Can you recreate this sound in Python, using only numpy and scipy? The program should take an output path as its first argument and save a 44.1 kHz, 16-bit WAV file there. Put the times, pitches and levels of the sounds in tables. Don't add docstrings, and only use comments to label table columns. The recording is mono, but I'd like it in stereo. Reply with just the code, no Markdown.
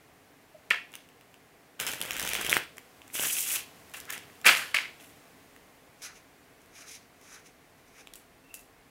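import sys
import numpy as np
from scipy import signal
from scipy.fft import rfft, irfft, next_fast_len
from scipy.io import wavfile
from scipy.ndimage import map_coordinates

SR = 44100
rng = np.random.default_rng(int(sys.argv[2]) if len(sys.argv) > 2 else 0)


def attenuation_scalar(level_db):
    decades = np.asarray(level_db, float) / 20
    return 10 ** decades


def pcm_store(signal):
    levels = np.round(np.clip(np.atleast_2d(signal), -1, 1) * 32767)
    wavfile.write(sys.argv[1], SR, levels.astype(np.int16).T)


N = 392479

# t/s, pressure level/dB, cupping of the hands/0-1
HAND_PRESSURE = [
    [(1.8, -56, 0.6), (1.81, -41, 0.76), (2.0, -48, 0.93), (2.04, -40, 0.6), (2.348, -31.5, 0.16),
     (2.48, -36, 0.54), (2.574, -26.5, 0.35), (2.586, -45, 0.4), (2.64, -42, 0.44)],
    [(3.05, -76, .4), (3.125, -61, 0), (3.145, -37, 0.04), (3.256, -32, 0.39), (3.296, -36, 0.1),
     (3.402, -36, 0), (3.45, -37, 0), (3.558, -33, 0.24), (3.64, -57, 0.3)],
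]


def unit(x):
    return x / np.sqrt(np.mean(x ** 2) + 1e-20)


def along(points, hz):
    f, v = np.transpose(points)
    return np.interp(np.log(hz + 1), np.log(f + 1), v)


def curves(tables):
    t, silence_db = np.arange(N) / SR, -150
    total = 0
    for table in tables:
        s, *columns = np.transpose(table)
        total = total + np.array([np.interp(t, s, c - silence_db, 0, 0) for c in columns])
    return silence_db + total


def swells(s, db, rise, held, fall):
    t = np.arange(N) / SR - s
    below_db = np.maximum(-t * rise, (t - held) * fall)
    return attenuation_scalar(db - np.maximum(below_db, 0))


def placed(times, shapes):
    at = np.round(times * SR).astype(int) + np.arange(shapes.shape[1])
    return np.bincount(at.ravel(), shapes.ravel(), N + SR)[:N]


def filtered(x, response):
    m = next_fast_len(N + SR // 2)
    return irfft(rfft(x, m) * response(np.fft.rfftfreq(m, 1 / SR)), m)[..., :N]


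def colour(spectrum):
    return lambda hz: attenuation_scalar(along(spectrum, hz))


def modes(table):
    def response(f):
        total = 0
        for k, (centre, width, db) in enumerate(table):
            damping = 1j * f * width
            total = total + (-1) ** k * attenuation_scalar(db) * damping / (centre * centre - f * f + damping)
        return total
    return response


def gritty(rate_hz, depth_db, response):
    knots = rng.standard_normal(int(N * rate_hz / SR) + 4)
    jumps = attenuation_scalar(depth_db * map_coordinates(knots, [np.arange(N) * rate_hz / SR], order=1))
    return unit(filtered(jumps * rng.standard_normal(N), response))


def spread(pair, alike):
    turn = lambda hz: np.arccos(np.clip(along(alike, hz), -1, 1)) / 2
    mid, side = filtered(pair, lambda hz: np.array([np.cos(turn(hz)), np.sin(turn(hz))]))
    return np.array([mid + side, mid - side])


def air():
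    # f/Hz, density level/dB
    vent_spectrum = [(41, -33.5), (70, -7), (179, -6), (217, -9.5), (272, -1.5), (342, -8.5), (444, -3.5),
                     (566, -10), (686, -5), (972, -12), (1060, -8.5), (1240, -12.5), (2090, -10.5),
                     (4500, -29.5), (5850, -51.5), (9900, -120)]
    hiss_spectrum = [(1470, -23), (2500, 0), (15100, -5), (16000, -7.5), (16500, -33)]
    # f/Hz, likeness/0-1
    diffuse_likeness = [(60, 0.97), (240, 0.88), (950, 0.48), (3770, 0.059), (15000, 0.01)]
    # t/s, level/dB
    background_level = [(0, 0.5), (1.75, 0.5), (1.8, 0.5), (3.1, 3), (3.7, 4.5), (5, 3.5), (5.9, 1.25), (8.9, 0)]
    # t/s, level/dB
    traffic_level = [(0, -79), (1.8, -84), (3.7, -82), (7.8, -75.5), (8.9, -70.5)]
    vent_db, hiss_db, hiss_growth = -59, -65, 1.7
    (background_db,), (traffic_db,) = curves([background_level]), curves([traffic_level])

    def layer(spectrum):
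        noise = filtered(rng.standard_normal((2, N)), colour(spectrum))
        return unit(spread(noise, diffuse_likeness))

    vent = attenuation_scalar(vent_db + background_db) * layer(vent_spectrum)
    hiss = attenuation_scalar(hiss_db + hiss_growth * background_db) * layer(hiss_spectrum)
    traffic = attenuation_scalar(traffic_db) * layer([(15, -42.5), (30, 4.5), (60, -2.5), (90, -10.5), (130, -41)])
    return vent + hiss + traffic


def room(x):
    # f/Hz, t60/s
    decay_t60 = [(200, 0.352), (1400, 0.26), (3700, 0.36), (10000, 0.3)]
    # f/Hz, likeness/0-1
    answer_likeness = [(100, 1), (1000, 0.88), (2500, 0.87), (5000, 0.), (12000, 0.1)]
    hz, t, z = signal.stft(rng.standard_normal((2, SR // 2)), SR, nperseg=256)
    tail = signal.istft(z * attenuation_scalar(-60 * t / along(decay_t60, hz)[:, None]), SR, nperseg=256)[1]
    tail = tail / np.linalg.norm(tail[0])
    late = signal.fftconvolve(np.pad(x, (300, 0))[None], tail, axes=1)[:, :N]
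    walls = colour([(200, -12.5), (1000, -8.5), (2500, -8.0), (6000, -8.0), (14000, -12.0)])
    return spread(filtered(late, walls), answer_likeness)


def panel(x):
    # delay/s, level/dB
    echoes = [
        (.0098, -5),
        (.0195, -15),
        (.031, -19),
    ]
    # from t/s, to t/s
    facing_span = (1.7, 2.7)
    copies = sum(attenuation_scalar(db) * np.roll(x, round(s * SR)) for s, db in echoes)
    facing = np.interp(np.arange(N) / SR, facing_span, [1, 1], .4, .4)
    return facing * filtered(copies, colour([(2000, -12), (4500, -1), (12000, 0)]))


def ports(x):
    # f/Hz, phase/rad
    port_phase = [(2900, 0), (3600, .8), (4350, 2.6), (5100, 1.7), (6000, 0), (12000, .1)]
    # f/Hz, level/dB
    scatter_spectrum = [(800, -34.5), (2500, -10.5), (4500, -2.5), (8000, -5), (14000, -7)]
    # from t/s, to t/s
    off_axis = [
        (.69, .85),
        (4.43, 4.95),
    ]
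    n = np.arange(N)
    away = x * sum((n > a * SR) & (n < b * SR) for a, b in off_axis)
    lead = lambda hz: np.exp(.5j * along(port_phase, hz) * np.array([[1], [-1]]))
    front = filtered(np.array([x - away] * 2), lead)
    dulled = filtered(away, colour([(8000, -2), (14000, -6.0)]))
    restless = unit(filtered(rng.standard_normal(N), colour([(150, 0.0), (400, -44.5)])))
    side = filtered(x * restless, colour(scatter_spectrum))
    return front + dulled + np.array([side, -side])


def fingers():
    # t/s, f/Hz, level/dB, half length/s
    palm_pop = (.553, 635, -45, .007)
    # t/s, level/dB
    squeak_level = [
        [(8.44, -67), (8.475, -70), (8.5, -60), (8.54, -62), (8.543, -50), (8.56, -66), (8.6, -62), (8.62, -80)],
    ]
    s, hz, db, half_s = palm_pop
    t = np.arange(N) / SR - s
    pop = attenuation_scalar(db) * np.exp(-(t / half_s) ** 4) * np.sin(2 * np.pi * hz * t)
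    slip = gritty(rate_hz=75, depth_db=1.0, response=colour([(2350, -35.0), (2680, 0.), (3050, -34)]))
    return pop + attenuation_scalar(curves(squeak_level)[0]) * slip


def marker():
    # t/s, swelling/dB per s, held/s, pressure level/dB, box over barrel/dB
    strokes = [(6.02, 9000, 0.041, -42, -15), (6.048, 402, 0.02, -43, -7), (6.16, 402, 0.018, -52, -8),
               (6.759, 448, 0.066, -48, -8), (6.884, 500, 0.081, -42, -12), (6.612, 898, 0.011, -66, -5),
               (7.215, 2000, 0.073, -62.5, -9), (7.335, 137, 0.026, -48, -11), (7.385, 300, 0.011, -59, -6),
               (7.462, 998, 0.0086, -50, -10), (7.78, 1500, 0.018, -64, -17), (7.88, 800, 0.0027, -62, -17),
               (7.995, 200, 0.017, -51, -5)]
    # f/Hz, width/Hz, level/dB
    barrel_modes = [(3920, 1400, -4), (5030, 1300, -4.5), (6170, 1700, -1), (9400, 1800, -9),
                    (11200, 1300, -10.5), (15400, 1600, -20)]
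    box_modes = [(2300, 880, 0)]
    s, rise, held, db, box_db = np.transpose(strokes)[:, :, None]
    high = swells(s, db, rise, held, fall=700).sum(0)
    low = swells(s, db + box_db, rise, held, fall=450).sum(0)

    def barrel_power(hz):
        return sum(attenuation_scalar(db) * abs(modes([(c, w, 0)])(hz)) ** 2 for c, w, db in barrel_modes)

    barrel = gritty(rate_hz=110, depth_db=1.5, response=barrel_power)
    box = gritty(rate_hz=210, depth_db=1.5, response=lambda hz: modes(box_modes)(hz) ** 2)
    return high * attenuation_scalar(-5.0) * barrel + low * attenuation_scalar(-1.5) * box


def packet():
    # t/s, swelling/dB per s, held/s, level/dB, fading/dB per s
    groans = [(.708, 5002, 0.0072, -33.5, 262), (3.945, 1500, 0.013, -51.5, 300),
              (4.103, 500, 0.0022, -45, 902), (4.13, 400, 0.0096, -56, 404), (4.457, 2500, 0.024, -25, 152),
              (4.747, 6000, 0.0065, -36, 223), (6.02, 5000, 0.0084, -55.5, 300),
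              (6.056, 500, 0.038, -53.5, 300), (6.8, 200, 0.076, -58, 400), (7.33, 153, 0.045, -57, 300),
              (7.99, 250, 0.023, -61, 600)]
    # f/Hz, width/Hz, level/dB
    stack_modes = [(608, 330, -5.5), (1290, 591, 1.5), (1740, 950, 0)]
    s, rise, held, db, fall = np.transpose(groans)[:, :, None]
    voice = gritty(rate_hz=180, depth_db=3.0, response=lambda hz: modes(stack_modes)(hz) ** 2)
    return swells(s, db, rise, held, fall).sum(0) * voice


def slides():
    # t/s, face rub level/dB, edges over faces/dB, fading/dB per s, cupping/0-1
    slips = [(0.709, -28, -30, 302, 0.35), (1.794, -36, -9, 300, 0.8), (3.33, -48, -7, 250, 0),
             (3.382, -43, -12, 252, 0.14), (3.555, -34, -26, 300, 0.1), (4.092, -37.5, -19, 151.5, 0.6),
             (4.446, -24, -18, 199, 0.88), (4.456, -20, -3, 194, 0.86), (4.999, -53.5, 3, 103, 0.2),
             (0.938, -47, -10, 154, 0.34), (2.352, -49, -31, 124, 0), (1.8, -32.5, -1, 337, 0.1),
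             (1.87, -34, -3, 122, 0.1), (2.016, -64, 2, 152, 0.4), (3.94, -38.5, -10, 123, 0.5),
             (4.122, -41, -9.5, 180, 0), (4.463, -14.5, -3, 401, 0.3), (4.484, -21.5, -4, 149.5, 0.05),
             (4.564, -31.5, 0.5, 127, 0.66), (4.744, -20.5, -12.5, 201, 0.29), (8.157, -60, 11.5, 200, 0.4),
             (8.542, -63, 22, 198, 0.23), (5.024, -60, -1, 121, 0.1)]
    # t/s, level/dB
    surges = [(3.143, -39), (3.222, -28), (3.238, -51), (3.255, -45), (3.282, -35), (3.308, -39),
              (3.33, -30), (3.367, -40), (3.385, -28), (3.395, -31), (3.434, -30), (3.479, -41),
              (3.487, -36), (3.517, -32.5), (3.549, -35), (3.569, -51), (3.972, -39), (4.135, -39)]
    # f/Hz, density level/dB
    fizz_spectrum = [(2530, -21.5), (4300, -7.5), (7700, -0.5), (8360, -1.5), (10400, 1), (15100, -4),
                     (16000, -15)]
    rumble_spectrum = [(71, -33.5), (120, -3.5), (442, -3.5), (487, -1.5), (1000, -7), (1300, -29),
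                       (2200, -120)]
    # f/Hz, width/Hz, level/dB
    cupped_modes = [(1650, 860, 10.5), (2370, 2900, -0.5)]
    open_modes = [(2600, 680, 1), (3400, 640, 0), (4395, 1060, -4.5)]
    edges_db, stir_db, stir_cupped_db, fan_db = [-12, 4], [-14.5, -29.5], [13, 47], [-25, -51]
    jolt = 8994
    s, db, edge_db, fade, cupping = np.transpose(slips)[:, :, None]
    slip = swells(s, db, jolt, 0, fade)
    press_db, hands = np.transpose([curves([table]) for table in HAND_PRESSURE], (1, 0, 2))
    hands = np.clip(hands, 0, 1)

    def over(extra_db):
        return attenuation_scalar(press_db + np.reshape(extra_db, (2, -1))).sum(0)

    rub = slip.sum(0) + attenuation_scalar(press_db).sum(0)
    cupped_rub = (cupping * slip).sum(0) + (hands * attenuation_scalar(press_db)).sum(0)
    cup = np.clip(cupped_rub / rub, 0, 1)
    fizz = swells(s, db + edge_db, jolt, 0, 1.24 * fade).sum(0)
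    fizz = fizz + over(edges_db)
    surge_s, surge_db = np.transpose(surges)[:, :, None]
    fizz += swells(surge_s, surge_db, rise=1100, held=0, fall=800).sum(0)
    wind = swells(s, db + np.minimum(edge_db, 0) - 14, jolt, 0, fade).sum(0)
    wind = wind + over(np.c_[stir_db] + np.c_[stir_cupped_db] * hands)

    edges = fizz * attenuation_scalar(-4.5) * gritty(rate_hz=280, depth_db=3.0, response=colour(fizz_spectrum))
    closed = np.sqrt(cup) * gritty(rate_hz=160, depth_db=4.0, response=modes(cupped_modes))
    apart = np.sqrt(1 - cup) * gritty(rate_hz=130, depth_db=4.0, response=modes(open_modes))
    stir = wind * attenuation_scalar(-5.5) * gritty(rate_hz=89, depth_db=3.5, response=colour(rumble_spectrum))
    fan_colour = colour([(20, -27.5), (45, 8.0), (100, 0.0), (160, -48.0)])
    fan = over(fan_db) * gritty(rate_hz=15, depth_db=3.0, response=fan_colour)
    return edges + rub * attenuation_scalar(-5.0) * (closed + apart) + stir + fan


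def crowd():
    # from t/s, to t/s, rate/cards per s, edge over pressure/dB, face over pressure/dB
    flutter = [
        (1.811, 2.547, 54, -14, -17),
        (3.154, 3.57, 110, 2.5, -10),
    ]
    scatter_db, slap_hz, slap_spread = 1.5, 2350, 0.16
    rows = []
    for (start, end, rate, edge_db, face_db), table in zip(flutter, HAND_PRESSURE):
        press_s, press_db = np.transpose(table)[:2]
        luck = rng.standard_normal((64, 4))
        s = start + (np.arange(64) + 0.28 * luck[:, 0]) / rate
        level = np.interp(s, press_s, press_db) - 99 * (s > end)
        db = level + scatter_db * luck[:, 1:3].T + [[edge_db], [face_db]]
        hz = slap_hz * np.exp(slap_spread * luck[:, 3])
        rows += list(np.transpose([s, *db, hz]))
    return rows


def contacts():
    # t/s, edge tick level/dB, face slap level/dB, slap f/Hz riffled cards heard one by one,
    # clear and faint
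    riffle_hits = [(1.8003, -24.5, -23.5, 2800), (1.827, -33, -27, 2920), (1.8665, -24, -28, 1590),
                   (1.8865, -29, -37, 2740), (1.9165, -30, -32, 2630), (1.9344, -28.5, -36, 2590),
                   (2.0044, -35, -36, 2950), (2.0147, -22.5, -23, 3230), (2.0525, -34, -35, 2300),
                   (2.108, -25, -23, 2720), (2.1325, -31.5, -49, 2510), (2.1667, -29, -30, 2370),
                   (2.197, -22, -25, 2070), (2.2162, -30, -32, 1650), (2.2276, -27, -30, 3180),
                   (2.2655, -29.5, -33, 2590), (2.2905, -24, -27, 2470), (2.313, -39, -30, 2000),
                   (2.3342, -23, -23, 1960), (2.3522, -27, -20, 2370), (2.4118, -31, -26, 1650),
                   (2.4481, -30, -31, 2200), (2.4648, -28, -24, 2900), (2.4957, -21.5, -21, 3400),
                   (2.5016, -22.5, -44, 3170), (2.514, -25, -24, 1790), (2.5194, -24.5, -24, 2800),
                   (2.5283, -34, -10, 2300), (2.5432, -24, -28.5, 2420), (2.5678, -22.5, -10, 1780),
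                   (1.8497, -38, -39, 1400), (1.856, -43.5, -38, 2000), (1.909, -36, -32, 2000),
                      (1.956, -40, -48, 1500), (1.9955, -47, -46, 2500), (2.032, -47, -38, 2200),
                      (2.0358, -37, -44, 2500), (2.059, -36, -40, 2600), (2.0774, -39, -45, 1610),
                      (2.098, -45, -37, 1500), (2.158, -40, -46, 1500), (2.2755, -27, -36, 2300),
                      (2.406, -43, -36, 2500), (2.184, -32.5, -37, 2500), (2.249, -33, -44, 2500),
                      (2.251, -31, -31, 1510), (2.316, -36, -38, 2000), (2.364, -37, -26, 2700),
                      (2.37, -49, -29, 2500), (2.388, -51, -31, 2400), (2.414, -27, -45, 3300),
                      (2.4375, -51, -41, 2000), (2.4554, -38, -30, 2300), (2.467, -34, -27, 3000),
                      (2.5387, -26, -30, 2000), (2.5617, -33.5, -27, 2500)]
    slap_hits = [(.7047, -26, -26, 2260), (.708, -40, -8, 2500), (0.7102, -47, -15, 1860),
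                 (0.7124, -41, -9.5, 1960), (0.7176, -49, -20.5, 2600), (.744, -55, -26, 1800),
                 (4.1046, -26.5, -31, 2010), (4.1017, -33.5, -31, 1906), (4.1342, -45, -30, 2015),
                 (4.4482, -50, -24, 1770), (4.4575, -24, -17, 1914), (4.4605, -28.5, -15.5, 2300),
                 (4.4637, -18, -4.5, 2610), (4.4665, -29.5, -11, 2300), (4.4683, -25, -9, 2690),
                 (4.469, -30.5, -14, 2000), (4.4722, -15.5, -9, 2350), (4.4748, -21, -5.5, 2350),
                 (4.4768, -25.5, -12.5, 2880), (4.4845, -35.5, -21, 2900), (4.488, -36.5, -17, 2700),
                 (4.492, -37.5, -16, 2300), (4.5063, -39, -20, 2250), (4.5003, -34.5, -17.5, 2970),
                 (4.523, -31, -20.5, 2900), (4.5506, -25.5, -20, 2110), (4.5717, -37, -23, 2630),
                 (0.727, -53, -37, 2300), (.7215, -50, -21.5, 2830), (0.7327, -55, -26, 1900)]
    arch_hits = [
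        (3.1514, -39, -47, 2370),
        (3.155, -45, -30, 2400),
        (3.196, -32, -21, 2970),
        (3.236, -42, -25.5, 1670),
        (3.2517, -31, -35, 1820),
        (3.2671, -36, -39, 1600),
        (3.516, -32.5, -31, 2370),
    ]
    touch_hits = [(0.919, -51, -56, 2400), (0.929, -49, -53, 2400), (0.939, -47, -37, 2450),
                  (0.9536, -35, -37, 3000), (1.089, -53, -50, 2900), (1.211, -54, -48, 2800),
                  (1.342, -52, -46.5, 2770), (2.77, -44, -45, 2070), (2.7817, -37, -34.5, 1970),
                  (3.018, -52, -40.5, 2760), (3.0787, -45, -59, 1960), (3.1013, -73, -41, 2400),
                  (3.938, -37, -40, 2630), (3.9693, -39, -59, 2220), (4.002, -34, -50, 2400),
                  (4.0534, -43, -59, 2600), (4.1254, -31, -43, 1950), (4.1524, -40.5, -37.5, 2180),
                  (4.1787, -36.5, -38, 2370), (4.3542, -57.5, -49, 2700), (4.4146, -44, -49.5, 2610),
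                  (5.5634, -53.5, -45.5, 1940), (3.9155, -52, -60, 2400), (4.0105, -44, -55, 2400),
                  (4.189, -51, -54.5, 2370), (8.072, -48, -43, 3570), (8.0721, -60, -49, 1910),
                  (8.0725, -60, -40, 2600), (8.137, -36.5, -46, 2780), (8.156, -38.5, -50, 2770),
                  (8.5414, -34, -40, 2850), (8.593, -48, -55.5, 2630), (3.897, -49, -62, 2400),
                  (4.3, -59, -47, 1990), (7.2135, -53, -56, 2300), (6.617, -55, -64, 2300),
                  (6.66, -56, -66, 2300)]
    landing_hits = [
        (4.7447, -26, -14, 2385),
        (4.7471, -31, -16.5, 2830),
        (4.749, -31, -17.5, 1900),
        (4.754, -45, -26, 1500),
        (4.7645, -48, -18, 2400),
        (4.7695, -44, -16, 2600),
        (4.7865, -49, -17, 2300),
        (4.856, -56, -30, 2250),
    ]
    # level/dB for riffle, slaps, arch, touches, landing
    trapped_air_db = [-28, -26, -6, -10.5, -34]
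    face_t60 = [0.0041, 0.0062, 0.004, 0.0047, 0.0085]
    kinds = [riffle_hits, slap_hits, arch_hits, touch_hits + crowd(), landing_hits]
    rows, counts = np.concatenate(kinds), [len(k) for k in kinds]
    trapped_db = np.repeat(trapped_air_db, counts) + 4.5 * rng.standard_normal(len(rows))
    push_db = rows[:, 2] + trapped_db
    return *rows.T[:, :, None], push_db[:, None], np.repeat(face_t60, counts)[:, None]


def cards():
    # f/Hz, density level/dB
    tick_spectrum = [(1500, -21.5), (3500, -2.5), (6000, -1), (9000, -1.5), (12500, -3.5), (16000, -5)]
    crack_spectrum = [(70, -62), (140, -14), (600, -11), (1200, 2.5), (3300, 4), (5000, -15.5),
                      (7500, -26.5)]
    # t/s, level/dB
    puffs = [(1.85, -39), (1.8676, -37), (1.8868, -40), (1.899, -39), (1.9351, -30.5), (1.9573, -36),
             (2.005, -34), (2.0308, -32), (2.0519, -32), (2.0779, -43), (2.148, -42), (2.157, -38),
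             (2.1834, -38), (2.218, -31), (2.2514, -40), (2.275, -33), (2.3348, -33), (2.356, -30),
             (2.3932, -31), (2.4118, -32), (2.448, -29), (2.4653, -53), (2.4903, -26), (2.5148, -25),
             (2.5287, -23.5), (2.545, -42), (2.553, -28), (2.5671, -16), (3.152, -32), (3.1958, -28),
             (3.2235, -36), (3.236, -36), (3.2523, -33), (3.2676, -35), (4.1264, -37.5), (4.178, -38.5),
             (0.7081, -25.5), (0.7121, -31)]
    lead_s = .002
    s, tick_db, slap_db, slap_hz, push_db, ring_s = contacts()
    t = np.arange(SR // 40) / SR

    def swell(rise, t60):
        return (1 - np.exp(-t / rise)) * attenuation_scalar(-60 * t / t60)

    drag = swells(lead_s, 0, rise=np.c_[[20000, 60000]], held=np.c_[[.0008, .0002]], fall=8000)
    drag = drag[:, None, :len(t)]
    grain, catch = rng.standard_normal((2, 2, len(s), len(t)))
    scrape = drag * grain * attenuation_scalar(4 * catch)
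    scrape /= np.linalg.norm(scrape, axis=2, keepdims=True)
    sagging = np.sin(2 * np.pi * slap_hz * t * (1 - 20 * t))
    flex = swell(rise=0.038 * ring_s, t60=ring_s) * sagging
    push = -swell(rise=0.00017, t60=0.003) * np.sin(2 * np.pi * 480 * t)

    ticks = filtered(placed(s - lead_s, attenuation_scalar(tick_db + 21.5) * scrape[0]), colour(tick_spectrum))
    cracks = filtered(placed(s - lead_s, attenuation_scalar(slap_db + 13.5) * scrape[1]), colour(crack_spectrum))
    body = placed(s, attenuation_scalar(slap_db + 8.5) * flex + attenuation_scalar(push_db + 6.5) * push)
    puff_s, puff_db = np.transpose(puffs)[:, :, None]
    body = body + placed(puff_s, attenuation_scalar(puff_db + 11.0) * push)
    small_source = lambda hz: (1j * hz / (110 + 1j * hz)) ** 2
    return ticks + cracks + filtered(body, small_source)


def scene():
    hands = cards() + packet() + slides() + marker() + fingers()
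    balance = attenuation_scalar([[-.3], [.3]])
    return balance * (ports(hands + panel(hands)) + room(hands)) + air()


def band_limit(x):
    return signal.sosfilt(signal.butter(12, 16960, fs=SR, output="sos"), x)


def record(dry):
    headroom, top_hz = .85, 16100
    flattened = dry / (1 + (dry / headroom) ** 4) ** 0.25
    band = colour([(top_hz - 300, 0), (top_hz - 150, -30), (top_hz, -50)])
    return band_limit(filtered(flattened, band))


dry = scene()
out = record(dry)
pcm_store(out)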